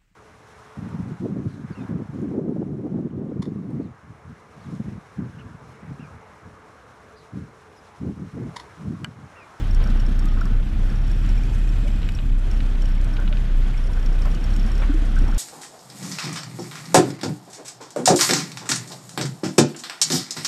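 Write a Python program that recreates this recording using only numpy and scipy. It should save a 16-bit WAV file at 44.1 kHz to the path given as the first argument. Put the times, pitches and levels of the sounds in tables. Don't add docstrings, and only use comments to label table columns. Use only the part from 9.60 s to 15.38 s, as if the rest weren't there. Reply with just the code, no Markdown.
import sys
import numpy as np
from scipy import signal
from scipy.fft import rfft, irfft
from scipy.io import wavfile
from scipy.ndimage import uniform_filter1d

SR = 44100
rng = np.random.default_rng(int(sys.argv[2]) if len(sys.argv) > 2 else 0)


def wav_out(sig):
    wavfile.write(sys.argv[1], SR, np.round(np.clip(np.atleast_2d(sig).T, -1, 1) * 32767).astype(np.int16))


N = 254898
TIME = np.arange(N) / SR

# (time [s], rate [firings per second])
FIRING_RATE = [(0.0, 34), (0.18, 31.5), (0.5, 31), (1.05, 31), (1.3, 32.5), (1.42, 32.5), (1.7, 35.5),
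               (2.0, 35), (2.2, 35.5), (2.5, 33), (2.85, 32.5), (3.35, 31.5), (3.6, 32), (4.0, 31),
               (4.4, 31), (4.7, 32), (4.83, 32.5), (4.97, 34), (5.08, 33.5), (5.27, 35.5), (5.5, 32),
               (5.78, 31.5)]
# (time [s], relative level [dB])
THUD_LEVELS = [(0.0, -24), (0.03, -23.5), (0.14, -17), (0.2, -14), (0.245, -21), (0.29, -14.5), (0.4, -16),
               (0.55, -18.5), (0.85, -15.5), (0.98, -16.5), (1.05, -19.5), (1.6, -19), (1.67, -15),
               (1.82, -19), (2.24, -18.5), (2.41, -23), (2.7, -17.5), (2.8, -19.5), (3.1, -17.5),
               (3.41, -17), (3.6, -19.5), (3.77, -16), (3.85, -18), (4.02, -14.5), (4.12, -18), (4.35, -19),
               (4.51, -17.5), (4.58, -17.5), (5.2, -17), (5.39, -19), (5.59, -17), (5.78, -18.5)]
# (multiple of the firing rate, relative level [dB])
OVERTONES = [(2, -18.5), (3, -20), (4, -28.5), (5, -25.5), (6, -28.5), (7, -29.5), (8, -29), (9, -38),
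             (10, -34.5)]
# (time [s], relative level of body shaking [dB], of churning water [dB])
UNDERSIDE_LEVELS = [(0.0, -29.5, -36.5), (0.87, -32, -36), (1.12, -30.5, -38.5), (1.95, -30.5, -36.5),
                    (2.35, -30, -40), (2.7, -30, -40), (3.11, -31.5, -35.5), (3.7, -31, -38.5),
                    (4.4, -33.5, -42), (4.7, -29, -35.5), (5.15, -31, -36.5), (5.45, -31.5, -37.5),
                    (5.62, -28, -32), (5.78, -30.5, -36)]
# (frequency [Hz], relative level [dB])
RUMBLE_SPECTRUM = [(12, -23), (19.5, 0), (30, 10), (45, -5), (53, 3.5), (65, -1.5), (84, -3.5), (100, -5),
                   (125, -9.5), (180, -16), (400, -63)]
# (upper pitch [Hz], lower pitch [Hz])
HUM_PITCHES = [121.45, 84.7]
# (time [s], upper level [dB], lower level [dB])
HUM_LEVELS = [(0, -36.5, -37.5), (1.5, -37, -38.5), (1.8, -39.5, -37), (2.1, -36, -35), (2.5, -37.5, -39.5),
              (3.2, -41, -42), (4.1, -41, -55), (4.4, -47, -46), (5.78, -42, -47)]
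# (time [s], relative level [dB])
WHINE_LEVELS = [(0.0, -12), (1.44, -14), (1.5, -3), (1.75, -3.5), (1.95, 0), (2.25, 0), (2.6, -1.5),
                (2.7, -4.5), (3.1, -7), (3.5, -11), (4.2, -9), (5.0, -6), (5.3, -4), (5.78, -10)]
# (pitch [Hz], width [Hz], relative level [dB], swell factor, flutter depth)
WHINE_BANDS = [(7570, 360, -64.5, 1.05, 0.6), (11360, 280, -72.5, 1.6, 0.7)]
# (time [s], relative level of slosh [dB], of spray [dB], of fizz [dB])
WAVE_LEVELS = [(0.0, -43.5, -49, -61.5), (0.39, -44, -49, -63.5), (0.76, -45, -49.5, -62.5),
               (1.0, -45, -51.5, -63), (1.14, -48, -50.5, -64), (1.3, -43, -50, -59.5),
               (1.48, -46, -50.5, -61), (1.7, -45.5, -49, -58.5), (2.11, -46.5, -49.5, -58.5),
               (2.35, -45, -48.5, -61), (2.77, -47.5, -51, -61), (3.57, -43.5, -48.5, -61.5),
               (3.93, -45.5, -49.5, -60.5), (4.47, -43, -48.5, -60), (5.01, -44, -47.5, -58.5),
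               (5.54, -43, -48.5, -58), (5.78, -42.5, -47.5, -61.5)]
# (frequency [Hz], relative level [dB])
CHURN_SPECTRUM = [(70, -18), (140, -4), (205, 3), (260, -4), (320, -7), (370, -13), (550, -29.5),
                  (1200, -60)]
SLOSH_SPECTRUM = [(200, -6), (380, 2.5), (500, 2.5), (620, 1), (800, 0), (1000, -5), (1250, -2),
                  (1540, -2.5), (1850, -8), (2600, -9.5), (5000, -75)]
SPRAY_SPECTRUM = [(900, -2.5), (1800, 3.5), (2300, -2), (3200, 2.5), (3900, -4), (4500, -6.5), (5000, -9),
                  (6500, -17), (9000, -25.5)]
FIZZ_SPECTRUM = [(3000, -6.5), (5800, 7), (7000, 3.5), (8200, 2.5), (9500, -0.5), (11000, -2.5),
                 (12500, -14), (14500, -21)]
# (time [s], level [dB], brightness [dB])
LOUD_CHIRPS = [(0.109, -41.5, -12), (0.146, -41, -6), (0.238, -40.5, -9), (0.272, -43, -10),
               (0.371, -49, -22), (0.397, -44, -10), (0.401, -40.5, -10), (0.463, -42.5, -12),
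               (0.5913, -40.5, -4), (0.624, -50, -16), (0.685, -46, -13), (0.720, -53, -11),
               (0.809, -44, -6), (0.853, -46.5, -1.5), (1.299, -45, -10), (1.355, -47, -14),
               (1.478, -48, -10), (1.514, -43, -5), (1.690, -41.5, -8), (1.777, -44, -13), (1.834, -49, -4),
               (2.090, -44, -10), (2.549, -38.5, -11), (2.912, -40.5, -9), (3.22, -42, -7),
               (3.255, -43, -9), (3.319, -48, -18), (3.536, -44.5, -15), (4.176, -43.5, -13),
               (4.237, -47.5, -16), (4.271, -46.5, -8), (4.332, -44, -10), (4.427, -48, -16),
               (4.460, -40, -8), (4.527, -46, -8), (4.619, -38.5, -12), (4.654, -47, -1), (4.712, -44, -13),
               (4.747, -44.5, -3), (4.809, -48, -15), (4.840, -38, -9), (4.904, -44, -10), (4.937, -41, -9),
               (4.962, -43, -2), (4.995, -39.5, -10), (5.028, -42, -13), (5.062, -43, -7),
               (5.085, -47, -13), (5.116, -39.5, -9), (5.152, -42, -11), (5.178, -43, -6),
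               (5.201, -44, -14), (5.587, -43, -5), (5.620, -44.5, -13), (5.681, -43, -8),
               (5.713, -45.5, -11), (5.745, -44.5, -5)]
# (start [s], end [s], level [dB])
CHIRP_SPELLS = [(.2, .76, -57), (1.25, 1.85, -53), (2.3, 2.56, -53.5), (2.9, 3.0, -48), (3.2, 3.56, -54),
                (4.2, 5.22, -56), (5.45, 5.8, -50.5)]
# (pitch [Hz], width [Hz], relative level [dB])
JOINT_BANDS = [(4510, 490, 4), (6030, 190, 2), (6900, 86, 1), (8090, 960, 1.5), (9150, 770, -8),
               (10040, 820, -4), (12200, 1800, -3.5)]
# (time [s], level [dB], pitch [Hz], pitch spread [octaves], length [s])
WATER_SLAPS = [(0.188, -39.5, 590, 1.4, 0.11), (0.2, -45.5, 2900, 0.62, 0.037),
               (0.255, -42.5, 1510, 0.16, 0.034), (0.301, -41, 2500, 1.3, 0.0088),
               (0.619, -45, 1236, 0.023, 0.11), (0.76, -43.5, 1340, 0.31, 0.085),
               (0.814, -39, 1410, 0.11, 0.018), (0.855, -43, 1420, 0.25, 0.032),
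               (1.617, -47, 2270, 0.61, 0.16), (2.247, -39.5, 594, 0.11, 0.026),
               (3.572, -43, 1500, 0.093, 0.072), (3.577, -41, 720, 0.85, 0.046),
               (3.708, -44.5, 587, 0.12, .03), (4.132, -45, 2270, 0.099, 0.034),
               (4.242, -44, 422, 0.42, 0.2), (4.651, -35, 1060, 0.92, 0.03),
               (4.681, -45.5, 400, 0.35, 0.16), (5.217, -34.5, 1640, 0.87, 0.031),
               (5.565, -35, 1490, 0.11, 0.02), (5.676, -40, 1010, 0.76, 0.038),
               (5.721, -38, 1440, 0.16, 0.011)]
# (time [s], level [dB])
HISS_PUFFS = [(0.218, -59), (1.24, -59), (1.925, -59), (2.27, -52.5), (2.777, -55), (3.05, -58),
              (5.335, -55)]
# (time [s], peak level [dB], pitch [Hz], time to fade by 60 dB [s])
AIR_POCKETS = [(0.295, -20, 222, 0.064), (5.045, -21, 214, 0.095), (5.294, -16.5, 275, 0.069),
               (5.339, -23.5, 305, 0.13), (5.414, -27.5, 289, 0.11)]
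# (time [s], relative level [dB], pitch [Hz])
DROPS = [(0.395, -38, 2930), (1.149, -42, 2400), (1.777, -38, 2370), (1.835, -39, 2370), (2.274, -39, 2250),
         (2.281, -39, 2960), (3.219, -39, 3020), (3.256, -38, 2960), (3.377, -39, 2190), (4.064, -40, 3240),
         (4.294, -40, 973), (4.372, -36, 1490), (4.753, -36, 2900)]
# (time [s], level [dB], pitch [Hz], half length [s])
SMALL_POCKET = (0.8168, -28.5, 1390, 0.0028)
# (time [s], relative level [dB], treble lift [dB per octave])
PANEL_KNOCKS = [(2.4295, -31, 2.5), (2.4889, -22.5, 3), (2.588, -28.5, 1), (3.0046, -26.5, 0),
                (3.1544, -34, -2), (3.5678, -26, 1), (3.677, -26, 0), (3.7268, -23.5, -1.5),
                (3.7704, -29.5, 2)]
# (pitch [Hz], relative level [dB], time to fade by 60 dB [s])
PANEL_TONES = [(1490, -2.5, 0.024), (1770, -8.5, 0.011), (2360, -1, 0.011), (2910, 3.5, 0.0093),
               (3500, -11, 0.008), (3840, -3, 0.013), (4120, -7.5, 0.012)]
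# (time [s], length [s], start pitch [Hz], end pitch [Hz], level [dB])
SQUEAL_STROKES = [(4.15, 0.045, 8450, 8900, -63.5), (4.195, 0.035, 8950, 9350, -67),
                  (4.232, 0.047, 9500, 10250, -62), (4.303, 0.045, 10800, 10980, -62.5),
                  (4.35, 0.044, 11020, 11250, -65.5), (4.4, 0.035, 11600, 11600, -67),
                  (4.435, 0.05, 11500, 10800, -70)]


def amp(db):
    return 10 ** (np.asarray(db) / 20)


def unit(x):
    return x / np.sqrt(np.mean(x ** 2) + 1e-20)


def curve(rows):
    times, *columns = np.transpose(rows)
    return [np.interp(TIME, times, column) for column in columns]


def colour(x, spectrum):
    hz, db = np.transpose(spectrum)
    freqs = np.fft.rfftfreq(len(x), 1 / SR)
    gain = amp(np.interp(np.log(freqs + 1), np.log(hz), db))
    return unit(irfft(rfft(x) * gain, len(x)))


def band(size, hz, width):
    freqs = np.fft.rfftfreq(size, 1 / SR)
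    return unit(irfft(rfft(rng.standard_normal(size)) / (1 + ((freqs - hz) / width) ** 2) ** 2, size))


def drift(rate_hz):
    knots = rng.standard_normal(4096)
    return unit(np.interp(TIME * rate_hz, np.arange(len(knots)), knots))


def sine(hz):
    return np.sin(2 * np.pi * np.cumsum(hz) / SR)


def clicks(size, chance):
    return rng.standard_normal(size) * (rng.random(size) < chance)


def pulsing(firings, depth):
    return unit(np.exp(depth * np.cos(2 * np.pi * firings)))


def add(mix, start, sound):
    part = mix[max(round(start * SR), 0):][:len(sound)]
    part += sound[:len(part)]


def engine(firings):
    thud_db, = curve(THUD_LEVELS)
    shake_db, _ = curve(UNDERSIDE_LEVELS)
    overtones = 0
    for multiple, db in OVERTONES:
        level = amp(db + 2 * drift(3.695))
        cycles = multiple * firings + rng.random() + 0.1 * drift(4)
        overtones += level * np.cos(2 * np.pi * cycles)
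    thud = amp(thud_db + 3.5 + 0.53 * drift(21)) * np.cos(2 * np.pi * firings)
    rumble = colour(rng.standard_normal(N), RUMBLE_SPECTRUM)
    return thud + amp(shake_db) * (amp(14) * overtones + amp(4) * rumble)


def hum():
    out = np.zeros(N)
    for hz, db in zip(HUM_PITCHES, curve(HUM_LEVELS)):
        level = amp(db + 2.2 * drift(7.4))
        out += level * np.sqrt(2) * sine(hz + drift(2.96))
    return out


def whine(firings, pitch_hz=2526):
    swell_db, = curve(WHINE_LEVELS)
    tone = np.sqrt(2) * sine(pitch_hz * (1 + 0.012 * drift(200)))
    out = amp(-56 + swell_db) * tone * pulsing(firings, depth=0.85)
    for hz, width, db, follow, depth in WHINE_BANDS:
        rasp = amp(db + follow * swell_db) * band(N, hz, width)
        out += rasp * pulsing(firings + 0.09 * drift(28), depth)
    return out


def water_noise(patch_db, flicker_db):
    grid = signal.stft(rng.standard_normal(N), nperseg=512, noverlap=384)[2].T
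    patches = uniform_filter1d(rng.standard_normal(grid.shape), size=12, axis=0)
    patches = unit(uniform_filter1d(patches, size=5, axis=1))
    flicker = unit(uniform_filter1d(rng.standard_normal(len(grid)), size=5))[:, None]
    grid *= amp(patch_db * patches + flicker_db * flicker)
    return unit(signal.istft(grid.T, nperseg=512, noverlap=384)[1][:N])


def bubbles(per_s, low_hz, high_hz, cycles, spread_db, sizes=32):
    born = rng.random(N) < per_s / SR
    size = rng.integers(0, sizes, N)
    strength = amp(spread_db * np.minimum(rng.exponential(1, N), 4))
    pops = born * strength * rng.choice([-1, 1], N)
    out = np.zeros(N)
    for k, hz in enumerate(np.linspace(low_hz, high_hz, sizes)):
        age = np.arange(0, 5, hz / cycles / SR)
        fade = np.exp(-age) * (1 - np.exp(-10 * age))
        ring = fade * np.sin(2 * np.pi * cycles * (age + 0.011 * age ** 2))
        out += signal.oaconvolve(pops * (size == k), ring * np.sqrt(hz))[:N]
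    return unit(out)


def bow_wave(firings, laps_per_s=14):
    _, churn_db = curve(UNDERSIDE_LEVELS)
    slosh_db, spray_db, fizz_db = curve(WAVE_LEVELS)
    churn = colour(water_noise(0.89, 0.092), CHURN_SPECTRUM)
    churn *= amp(churn_db - 1 + 2.04 * drift(laps_per_s)) * pulsing(firings, depth=0.16)
    slosh = water_noise(0.9, 0.34) + amp(-13) * bubbles(600, 390.3, 2423, cycles=10.8, spread_db=2.1)
    panel_ring = amp(-16) * band(N, hz=1510, width=21)
    slosh = amp(slosh_db) * (colour(slosh, SLOSH_SPECTRUM) + panel_ring)
    spray = water_noise(0.4, 1.0) + amp(-15) * bubbles(1500, 1720, 7020, cycles=3.9, spread_db=5.3)
    spray = amp(spray_db + 1) * colour(spray, SPRAY_SPECTRUM)
    fizz = water_noise(2.2, 2.2)
    fizz += amp(-23) * bubbles(550, 6600, 13300, cycles=5.7, spread_db=1.7, sizes=12)
    fizz = amp(fizz_db + 0.5) * colour(fizz, FIZZ_SPECTRUM)
    flung = (spray + fizz) * pulsing(firings, depth=0.081)
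    lapping = amp(0.79 * drift(laps_per_s))
    return churn + lapping * (slosh + flung)


def soft_chirps(firings, resting_db=-72):
    loud_times = np.transpose(LOUD_CHIRPS)[0]
    lag = np.unwrap(np.interp(loud_times, TIME, firings), period=1)
    shake_count = np.floor(firings - np.interp(TIME, loud_times, lag))
    chirps = []
    for time in TIME[np.flatnonzero(np.diff(shake_count))]:
        level_db = max([resting_db] + [db for start, end, db in CHIRP_SPELLS if start <= time < end])
        force, grit = rng.standard_normal(2)
        if abs(loud_times - time).min() > 0.018:
            chirps.append((time, level_db + 1.5 * force, -15 + 12 * grit))
    return chirps


def joint(firings, pitch_hz=5475, fall_hz_per_s=30000, slip_s=0.0025, snap_s=0.0018):
    out, t = np.zeros(N), TIME[:1024]
    since_peak = t - 0.0026
    tail = amp(-26) * np.exp(-t / 0.005)
    slip = np.exp(-(since_peak / slip_s) ** 2) + tail
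    snap = np.exp(-(since_peak / snap_s) ** 2) + tail
    fall_hz = fall_hz_per_s * np.minimum(since_peak, slip_s)
    for start, db, bright_db in list(LOUD_CHIRPS) + soft_chirps(firings):
        tone = sine(pitch_hz * (1 + 0.008 * rng.standard_normal()) - fall_hz)
        scrape = unit(sum(amp(band_db) * band(len(t), hz, width) for hz, width, band_db in JOINT_BANDS))
        add(out, start, amp(db) * (slip * tone + amp(bright_db + 2) * snap * scrape))
    return out


def slaps(pops_per_s=2500):
    out, t = np.zeros(N), TIME[:16384]
    freqs = np.fft.rfftfreq(len(t), 1 / SR)
    for start, db, hz, spread, length in WATER_SLAPS:
        age = t / length
        octaves = np.log2((freqs + 1) / hz)
        spectrum = np.exp(-0.5 * (octaves / spread) ** 2 - 0.5 * np.maximum(octaves, -2))
        pops = clicks(len(t), pops_per_s / SR)
        swell = (1 - np.exp(-20 * age)) * np.exp(-age ** 2)
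        cloud = swell * irfft(rfft(pops) * spectrum, len(t))
        add(out, start, amp(db) * cloud * np.linalg.norm(swell) / (np.linalg.norm(cloud) + 1e-12))
    return out


def hiss_puffs(length_s=0.025, clicks_per_s=3000):
    out, t = np.zeros(N), TIME[:4096]
    swell = np.sin(np.pi * np.minimum(t / length_s, 1))
    for start, db in HISS_PUFFS:
        hiss = colour(clicks(len(t), clicks_per_s / SR), FIZZ_SPECTRUM)
        add(out, start, amp(db) * swell * hiss)
    return out


def high_ticks(every_s=0.3413):
    out, t = np.zeros(N), TIME[:4096]
    swell = np.exp(-((t - 0.016) / 0.032) ** 2)
    for start in np.arange(0.218, TIME[-1], every_s):
        level = amp(-70 + 3 * rng.standard_normal())
        add(out, start, level * swell * band(len(t), hz=13100, width=1700))
    return out


def glugs():
    out, t = np.zeros(N), TIME[:SR // 4]
    onset = 1 - np.exp(-(t / 0.0049) ** 2)
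    for start, db, hz, fade_s in AIR_POCKETS:
        ring = np.sin(2 * np.pi * hz * (t + 0.78 * t ** 2)) * onset * amp(-60 * t / fade_s)
        add(out, start, amp(db) * ring / abs(ring).max())
    return out


def drips(cycles=13, rise=0.0071):
    out, t = np.zeros(N), TIME[:4096]
    for start, db, hz in DROPS:
        age = t * hz / cycles
        fade = np.exp(-age) * (1 - np.exp(-8 * age))
        ring = fade * np.sin(2 * np.pi * cycles * (age + rise * age ** 2 / 2))
        add(out, start, amp(db - 1.5) * ring / abs(ring).max())
    return out


def plop():
    time, db, hz, half_length = SMALL_POCKET
    since_peak = TIME - time
    return amp(db) * np.exp(-(since_peak / half_length) ** 2) * np.sin(2 * np.pi * hz * since_peak)


def panel():
    out, t = np.zeros(N), TIME[:2048]
    strike = (1 - np.exp(-t / 0.00012)) * (1 + np.exp(-t / 0.00077))
    for start, db, lift_db in PANEL_KNOCKS:
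        ring = np.zeros(len(t))
        for hz, tone_db, fade_s in PANEL_TONES:
            octaves_up = np.log2(hz / PANEL_TONES[0][0])
            level = amp(tone_db + lift_db * octaves_up - 60 * t / fade_s)
            ring += strike * level * np.sin(2 * np.pi * (hz * t + rng.random()))
        add(out, start + 0.0005, amp(db + 1.5) * ring / abs(ring).max())
    return out


def squeal(rasp_depth=0.009, rasp_per_s=1500):
    out, t = np.zeros(N), TIME[:4096]
    for start, length, from_hz, to_hz, db in SQUEAL_STROKES:
        progress = np.minimum(t / length, 1)
        rasp = np.interp(progress * length * rasp_per_s, np.arange(512), rng.standard_normal(512))
        hz = (from_hz + (to_hz - from_hz) * progress) * (1 + rasp_depth * rasp)
        swell = np.sqrt(4 * progress * (1 - progress))
        add(out, start, amp(db) * swell * sine(hz))
    return out


def cabin(x, echo_db, fade_s):
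    t = TIME[:SR // 5]
    echoes = clicks(len(t), chance=0.05) * (t > 0.002) * amp(-60 * t / fade_s)
    return x + amp(echo_db) * signal.oaconvolve(x, echoes / np.linalg.norm(echoes))[:N]


def scene():
    rate, = curve(FIRING_RATE)
    firings = np.cumsum(rate * (1 + 0.0039 * drift(30))) / SR
    shakes = firings - 0.6
    motor = engine(firings) + hum() + whine(shakes)
    water = bow_wave(shakes) + glugs()
    water += cabin(slaps() + drips() + plop(), echo_db=-9.5, fade_s=0.07)
    treble = hiss_puffs() + squeal() + high_ticks()
    knocks = cabin(panel(), echo_db=-7, fade_s=0.033)
    chirps = cabin(joint(shakes), echo_db=-9, fade_s=0.042)
    return (motor + water + treble + knocks + chirps)[None]


def record(dry, cutoff_hz=14400):
    low_pass = signal.firwin(511, cutoff_hz, window=("kaiser", 9), fs=SR)
    return signal.oaconvolve(dry, low_pass[None], "same")


dry = scene()
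out = record(dry)
wav_out(out)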